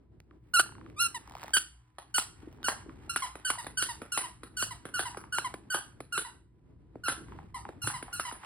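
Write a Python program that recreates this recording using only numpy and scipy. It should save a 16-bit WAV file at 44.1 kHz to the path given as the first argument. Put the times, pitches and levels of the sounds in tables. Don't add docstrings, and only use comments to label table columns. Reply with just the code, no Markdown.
import sys
import numpy as np
from scipy import signal
from scipy.fft import rfft, irfft, next_fast_len
from scipy.io import wavfile
from scipy.ndimage import uniform_filter1d, map_coordinates

SR = 44100
rng = np.random.default_rng(int(sys.argv[2]) if len(sys.argv) > 2 else 0)


def gain_from_db(level_db):
    decades = np.asarray(level_db, float) / 20
    return 10 ** decades


def bounce(signal):
    frames = np.transpose(np.atleast_2d(signal))
    limited = np.clip(frames, -1, 1)
    pcm = np.round(limited * 32767).astype(np.int16)
    wavfile.write(sys.argv[1], SR, pcm)


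N = 372644


def along(points, at):
    f, v = np.transpose(points)
    return np.interp(np.log(at + 1), np.log(f + 1), v)


def curves(rows):
    s, *cols = np.transpose(rows)
    return [np.interp(np.arange(N) / SR, s, c) for c in cols]


def wobble(rate, size=N):
    knots = rng.standard_normal(int(size * rate / SR) + 4)
    return map_coordinates(knots, [np.arange(size) * rate / SR])


def filtered(x, response):
    m = next_fast_len(N + 8192)
    return irfft(rfft(x, m) * response(np.fft.rfftfreq(m, 1 / SR)), m)[..., :N]


def noise(spectrum, channels=1):
    x = filtered(rng.standard_normal((channels, N)), lambda hz: gain_from_db(along(spectrum, hz)))
    return x / x.std()


def strike(t, decay, attack):
    return np.exp(-t / decay) * (1 - np.exp(-t / attack))


def add(track, s, x):
    part = track[round(s * SR):][:len(x)]
    part += x[:len(part)]


# f/Hz, likeness [0..1]
LIKENESS = [(60, .97), (300, .55), (800, .3), (2000, .6), (4500, .3), (5700, .98), (15000, .98)]


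def spread(pair):
    turn = lambda hz: np.arccos(np.clip(along(LIKENESS, hz), -1, 1)) / 2
    mid, side = filtered(pair, lambda hz: np.array([np.cos(turn(hz)), np.sin(turn(hz))]))
    return np.array([mid + side, mid - side])


# f/Hz, level/dB
HUM = [(60, -66.5), (119.5, -72), (312, -81), (1001, -88)]


def appliance_hum():
    t, hum = np.arange(N) / SR, np.zeros(N)
    for hz, db in HUM:
        level = gain_from_db(db + 4.6 * wobble(9)) * np.sqrt(2)
        hum += level * np.sin(2 * np.pi * hz * t + .5 * wobble(2.6))
    return hum


# t/s, legs level/dB, fur on cloth level/dB
MOVES = [(0.0, -70, -98), (0.49, -73, -85.5), (0.8, -61.5, -78), (1.25, -68.5, -72), (1.48, -66, -61.5),
         (1.84, -84.5, -82.5), (2.45, -65.5, -72), (3.04, -62, -71), (3.34, -72.5, -67.5), (3.79, -66, -70),
         (4.47, -68.5, -76.5), (5.29, -66, -76), (6.21, -71, -78.5), (6.43, -73, -92.5), (6.99, -69, -86.5),
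         (7.36, -60.5, -68), (7.53, -65.5, -82.5), (8.45, -71.5, -63)]
# f/Hz, level/dB
RUMBLE = [(15, -41.5), (25, -20.5), (49, 2), (123, 4), (195, -6), (260, -24), (340, -51), (570, -120)]
# f/Hz, level/dB
SHUFFLE = [(100, -35), (200, -2.5), (330, 1.5), (550, -14.5), (1100, -23.5), (3000, -37), (12000, -54.5),
           (16000, -66.5)]
# f/Hz, level/dB
RUSTLE = [(300, -41), (800, 6.5), (2000, 0.5), (5000, -13.5), (10000, -16), (13000, -17), (16000, -31.5)]


def carpet_and_fur():
    legs_db, fur_db = curves(MOVES)
    rumble_db = 0.9 * (legs_db + 69) - 59 + 2.2 * wobble(7)
    shuffle_db = legs_db + 5.5 + 3.5 * wobble(22)
    rustle_db = fur_db + 4.5 + 2.5 * wobble(20) + 2.5 * wobble(250)
    rumble = gain_from_db(rumble_db) * noise(RUMBLE, channels=2)
    shuffle = gain_from_db(shuffle_db) * noise(SHUFFLE, channels=2)
    rustle = gain_from_db(rustle_db) * noise(RUSTLE, channels=2)
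    return spread(rumble + shuffle + rustle)


# t/s, level/dB
FAR = [
    (0, -14),
    (1.2, -14.5),
    (2, -7),
    (3.5, -5.5),
    (6, -5),
    (8.45, -2),
]
# f/Hz, t60/s
DECAY = [(300, 0.1), (1000, 0.36), (3000, 0.33), (8000, 0.34), (14000, 0.21)]
# t/s, level/dB
WALLS = [(.004, -10), (.013, -7.5), (.034, -8.5), (.041, -9)]
# f/Hz, level/dB
WALL_COLOUR = [(700, -1), (1500, -2.2), (2500, -0.5), (4500, 2.5), (7000, 2), (15000, 3.5)]


def room(x):
    step = SR // 12
    wet, fade = np.zeros((2, N + 2 * SR)), np.hanning(2 * step)
    x = x * gain_from_db(curves(FAR)[0])
    x = x * (.8 + .6 * wobble(650))
    for start in range(0, N, step):
        hz, t, z = signal.stft(rng.standard_normal((2, SR // 2)), SR, nperseg=256)
        decay = gain_from_db(-60 * t / along(DECAY, hz)[:, None])
        tail = signal.istft(z * decay, SR, nperseg=256)[1]
        tail = tail * np.clip(np.arange(tail.shape[1]) / (0.0025 * SR), 0, 1) / np.linalg.norm(tail[0])
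        for s, db in WALLS:
            tail[0, round((s + .0015 * rng.random()) * SR)] += gain_from_db(db) * rng.choice([-1, 1])
        piece = np.pad(x, (step, step))[start:][:2 * step]
        echo = signal.fftconvolve((piece * fade[:len(piece)])[None], tail, axes=1)
        wet[:, start:start + echo.shape[1]] += echo
    return spread(filtered(wet[:, step:step + N], lambda hz: gain_from_db(along(WALL_COLOUR, hz))))


# t/s, peak level/dB, floor f/Hz
PAWS = [
    (2.431, -43.5, 316),
    (2.474, -37.5, 319),
    (2.862, -41, 358),
    (2.888, -38.5, 302),
    (7.839, -36, 112.9),
    (7.869, -34, 130),
    (7.945, -44, 134.8),
]


def paws():
    out, t = np.zeros(N), np.arange(SR // 30) / SR
    for s, db, hz in PAWS:
        add(out, s, gain_from_db(db + 11.5) * np.sin(2 * np.pi * hz * t) * strike(t, 1.18 / hz, 0.78 / hz))
    return out


# t/s, edge peak level/dB, knock level/dB
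CRACKLE = [(0.2024, -51, -17), (0.9, -55.5, -13), (1.276, -52.5, 9), (1.2971, -49.5, -8), (1.3104, -51, 8),
           (1.3216, -50, 0.5), (1.3379, -53.5, 4.5), (1.3523, -42, 7), (1.3604, -56.5, 0),
           (1.3684, -52.5, 11), (1.3765, -50.5, -9.5), (1.3833, -52, 2), (1.3967, -48, -10.5),
           (1.4114, -50.5, -9.5), (1.4176, -43.5, -2.5), (1.4245, -57.5, 3.5), (1.4311, -39.5, 1),
           (1.4374, -38.5, -7.5), (1.4435, -50, 12.5), (1.4591, -50.5, -4.5), (1.481, -41, -2),
           (1.4933, -52.5, 4), (1.5066, -51, 5), (2.5276, -52.5, -5), (2.6304, -41.5, -22),
           (3.6454, -41, -5)]


def crackle():
    out, t = np.zeros(N), np.arange(SR // 30) / SR
    for s, db, knock_db in CRACKLE:
        edge = uniform_filter1d(rng.standard_normal(len(t)), size=5) * np.exp(-t / .0007)
        hz = 1050 * (1 + .14 * rng.standard_normal())
        knock = np.sin(2 * np.pi * hz * (t - 40 * t * t)) * strike(t, .0018, .001)
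        add(out, s, gain_from_db(db + 14) * edge + gain_from_db(db + knock_db + 11.5) * knock)
    return out


# t/s, peak level/dB
TICKS = [(0.31, -44.5), (0.862, -38), (1.97, -65), (2.472, -54.5), (2.489, -53), (2.824, -43),
         (2.878, -51.5), (2.894, -35), (2.92, -49), (3.265, -29), (3.665, -33), (5.146, -28),
         (5.239, -31.5), (7.284, -40.5), (7.321, -34.5), (7.388, -30.5), (7.407, -66), (7.652, -25.5),
         (7.843, -31), (7.9, -22.5), (8.081, -31.5), (8.313, -24.5), (8.351, -62), (8.419, -49),
         (8.434, -30.5)]
# first t/s, last t/s, gap t/s, first level/dB, last level/dB
CREAKS = [
    (0.661, .812, .0304, -38, -38.5),
    (2.585, 2.622, .017, -47, -49),
    (3.033, 3.078, .0185, -58, -44),
    (3.554, 3.638, .02, -27.5, -51),
]


def ticks():
    out, t = np.zeros(N), np.arange(SR // 30) / SR
    runs = [np.linspace((first, db), (last, last_db), round((last - first) / gap) + 1)
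            for first, last, gap, db, last_db in CREAKS]
    for s, db in np.vstack([TICKS, *runs]):
        stiffness = 1 + .12 * rng.standard_normal()
        cycles = stiffness * (900 * t + 2900 * .0007 * (1 - np.exp(-t / .0007)))
        shape = np.exp(-t / .002) * (.05 + (1 - np.exp(-t / .0016)) ** 2)
        add(out, s, gain_from_db(db + 6) * np.sin(2 * np.pi * cycles) * shape)
    return out


# t/s, thump peak level/dB, snap level/dB, puff level/dB
POPS = [(0.594, -24.5, 5, 4.5), (1.566, -32, 8, 14), (1.982, -41.5, 6.5, -3), (2.18, -29, 8, 5.5),
        (2.682, -26.5, 5, -3), (3.158, -30, 8, 8), (3.352, -33, -4.5, -12), (3.5, -30, 5.5, 9.5),
        (3.665, -32.5, 0, -1.5), (3.822, -28.5, 3, 6), (4.015, -28, -9, -16), (4.173, -29, 4, 8.5),
        (4.431, -32.5, -6.5, -7.5), (4.623, -29.5, 1.5, -0.5), (4.851, -28.5, -9, -13.5),
        (4.991, -26, -1.5, -1), (5.169, -26.5, -9.5, -14.5), (5.382, -28, 3, -1), (5.538, -27, -5.5, -15.5),
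        (5.743, -24.5, -6, -1), (6.002, -28, -8, -16.5), (6.175, -26, -1.5, 3.5), (6.954, -29, -30, -60.5),
        (7.081, -24.5, 0, 0), (7.687, -28, -16.5, -34), (7.871, -26.5, -3, 3.5), (8.024, -31, -5, -4.5),
        (8.195, -34, 8, 5), (8.322, -34.5, -14, -3)]


def pops(jet):
    out, t, crack = np.zeros(N), np.arange(SR // 16) / SR, noise(RUSTLE)[0]
    for s, db, snap_db, puff_db in POPS:
        thump_vary, snap_vary = rng.standard_normal(2)
        here = slice(round(s * SR), round(s * SR) + len(t))
        cycles = 260 * t + 700 * 0.0025 * (1 - np.exp(-t / 0.0018))
        thump = np.sin(2 * np.pi * cycles * gain_from_db(thump_vary)) * strike(t, 0.0038, 0.0031)
        thump += 0.21 * np.sin(2 * np.pi * 150 * t) * strike(t, 0.0043, 0.0027)
        snap = np.sin(2 * np.pi * 1300 * (1 + .06 * snap_vary) * t)
        snap *= np.exp(-t / .0013) * (1 - np.exp(-t / 0.0006)) ** 2
        snap += 0.34 * crack[here] * strike(t, 0.0026, 0.00047)
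        puff = jet[here] * strike(t, 0.0067, 0.00096)
        pop = gain_from_db(db + 4.5) * thump + gain_from_db(db + snap_db + 12) * snap + gain_from_db(db + puff_db - 3) * puff
        add(out, s + .002, pop)
    return out


def surge(life):
    out, t = np.zeros(N), np.arange(SR // 10) / SR
    for s, *_ in POPS:
        add(out, s - .002, np.clip(t / 0.0046, 0, 1) ** 2 * np.exp(-np.clip(t - .005, 0, 1) / life))
    return out


# f/Hz, level/dB
REED = [(1500, 0.5), (3000, -5.5), (4500, -9.5), (6000, -10), (7500, -10), (9500, -7), (11500, -10.5),
        (14500, -28)]


def reed(squeaks, jet, jump, hiss_db, sag_db):
    out, push, shake = np.zeros(N), surge(life=0.0046), surge(life=0.042)
    for rows in squeaks:
        s, *cols = np.transpose(rows)
        at = np.arange(round((s[0] - .008) * SR), round((s[-1] + 0.0045) * SR))
        size, since = len(at), at - at[0]
        hz, db, edge_db = (uniform_filter1d(np.interp(at / SR, s, c), size=200) for c in cols)
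        sag = sag_db * np.linspace(0, 1, size)
        db, edge_db = db + .5 * sag, edge_db + sag + .5 * sag_db
        flutter = .004 * wobble(110, size) + (.0045 + .04 * shake[at]) * wobble(700, size)
        flat_start = .12 * np.exp(-since / (.002 * SR))
        hz = hz * (1 + jump * push[at] + flutter - flat_start)
        phase = 2 * np.pi * np.cumsum(hz) / SR
        tone = np.zeros(size)
        for k in range(1, int(16000 / hz.mean()) + 1):
            share = np.clip(np.log(k) / np.log(8000 / hz), 0, 1) ** .55
            level = db + share * (edge_db - db) + along(REED, k * hz) + 3.5 * share * wobble(130, size)
            tone += gain_from_db(level + 5.4 * push[at]) * np.sqrt(2) * np.cos(k * phase - 0.88 * k * k)
        hiss = gain_from_db(edge_db + hiss_db + 4 * shake[at]) * jet[at] * (1 + 0.23 * np.cos(phase))
        ends = np.minimum(since / .0055, (at[-1] - at) / .007) / SR
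        out[at] += (tone + hiss) * np.clip(ends, 0, 1) ** 2
    return out


# t/s, length t/s, reed f/Hz, first partial level/dB, partials near 9 kHz level/dB
RELEASES = [(1.15, .031, 1001, -38.5, -38.5), (3.226, .032, 1065, -33, -39), (3.588, 0.027, 986, -41, -44),
            (3.893, 0.0308, 996.5, -38, -40), (4.241, .026, 1028, -40, -44), (4.713, 0.023, 1023, -41, -45),
            (5.059, .03, 1025, -38, -43.5), (5.45, 0.029, 1058, -32, -41), (6.253, 0.023, 993, -43, -51),
            (7.549, 0.033, 1039, -38, -47.5), (7.943, .036, 1033, -38, -45), (8.255, 0.044, 1027, -39, -44)]


def releases():
    fill, squeaks = np.linspace(0, 1, 5), []
    for s, length, hz, db, edge_db in RELEASES:
        squeaks.append(np.transpose([s + fill * length, hz * .89 ** fill,
                                     db - 7 * fill ** 3.1, edge_db - 4.5 * fill ** 2]))
    return squeaks


# t/s, reed f/Hz, first partial level/dB, partials near 9 kHz level/dB,
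# fade before the buckle level/dB
BITES = [(0.543, 1459, -25, -29, -2), (1.541, 1603, -25.5, -21.5, 4), (2.148, 1505, -35, -27.5, 2),
         (2.647, 1493, -34, -35, 1.5), (3.1, 1396, -34, -35, 36.5), (3.454, 1530, -34, -33.5, 4.2),
         (3.778, 1511, -34.5, -31.5, 3.5), (4.125, 1438, -38, -35.5, 3.5), (4.574, 1494, -40, -35, -2),
         (4.945, 1480, -33.5, -37.5, 4), (5.329, 1480, -34, -39.5, 2.5), (5.707, 1532, -35, -39, -0.5),
         (6.129, 1439, -35, -39.5, 1.3), (7.042, 1457, -37.5, -45, -2.1), (7.823, 1430, -47, -40, 0.5),
         (8.133, 1442, -40, -39.5, 17.5)]
# t/s, reed f/Hz, first partial level/dB
SQUEEZE = [
    (0.969, 1195, -55),
    (0.984, 1200, -43),
    (1.003, 1379, -32),
    (1.029, 1427, -29.5),
    (1.044, 1372, -34),
    (1.066, 1389, -33),
    (1.077, 1300, -46),
]


def bites():
    squeaks = [[(s, hz, db, db + 4 + .06 * min(hz - 1400, 0)) for s, hz, db in SQUEEZE]]
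    hold, lowest = .3, .65
    rush_s, dying_s = .012, .0095
    for s, hz, db, edge_db, fade_db in BITES:
        pop = min(p for p, *_ in POPS if p > s + .015)
        wait = pop - s
        spent_db = fade_db if fade_db < 12 else 0
        tense = (hz + 1395) / 2
        low_fade = lowest * fade_db
        squeaks.append([
            (s, hz, db, edge_db),
            (s + hold * wait, .99 * hz, db - hold * fade_db, edge_db - hold * fade_db),
            (s + lowest * wait, .92 * hz, db - low_fade - 1.5, edge_db - low_fade - 2),
            (pop - .004, tense, db - fade_db, edge_db - fade_db),
            (pop + rush_s, tense, db - .7 - spent_db, edge_db - 3.5 - spent_db),
            (pop + rush_s + dying_s, .93 * tense, db - 9 - spent_db, edge_db - 3.5 - spent_db)])
    return squeaks


# f/Hz, level/dB
AIR = [(600, -41.5), (1500, -12), (4000, -2.5), (7500, -31.5), (10000, 11), (12000, -12), (15500, -28.5),
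       (17000, -82.5)]


def chewed_toy():
    jet = noise(AIR)[0]
    indrawn = reed(releases(), jet, jump=.05, hiss_db=-5, sag_db=-6)
    pressed = reed(bites(), jet, jump=.12, hiss_db=-15, sag_db=.5)
    return paws() + crackle() + ticks() + pops(jet) + indrawn + pressed


def scene():
    toy = chewed_toy()
    return appliance_hum() + carpet_and_fur() + room(toy) + toy


# f/Hz, phase [rad]
LEAD = [(0, 0), (1000, -.9), (2700, 2), (4700, 1.25), (5900, 3), (6600, 3.35), (12000, 9.3), (13400, 9.55)]
# f/Hz, level/dB
TILT = [(300, .5), (1200, 0), (2800, -4.5), (4500, -2.5), (6000, 0)]


def stereo_shift(dry):
    half = np.array([[.5], [-.5]])
    lead = lambda hz: np.interp(hz, *np.transpose(LEAD)) + .002 * np.clip(hz - 13400, 0, None)
    level = lambda hz: (hz < 16000) * gain_from_db(half * along(TILT, hz))
    return filtered(dry, lambda hz: level(hz) * np.exp(1j * half * lead(hz)))


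def low_pass(x):
    return signal.sosfilt(signal.butter(12, 16660, fs=SR, output="sos"), x)


def record(dry):
    mix = stereo_shift(dry)
    return low_pass(mix)


dry = scene()
out = record(dry)
bounce(out)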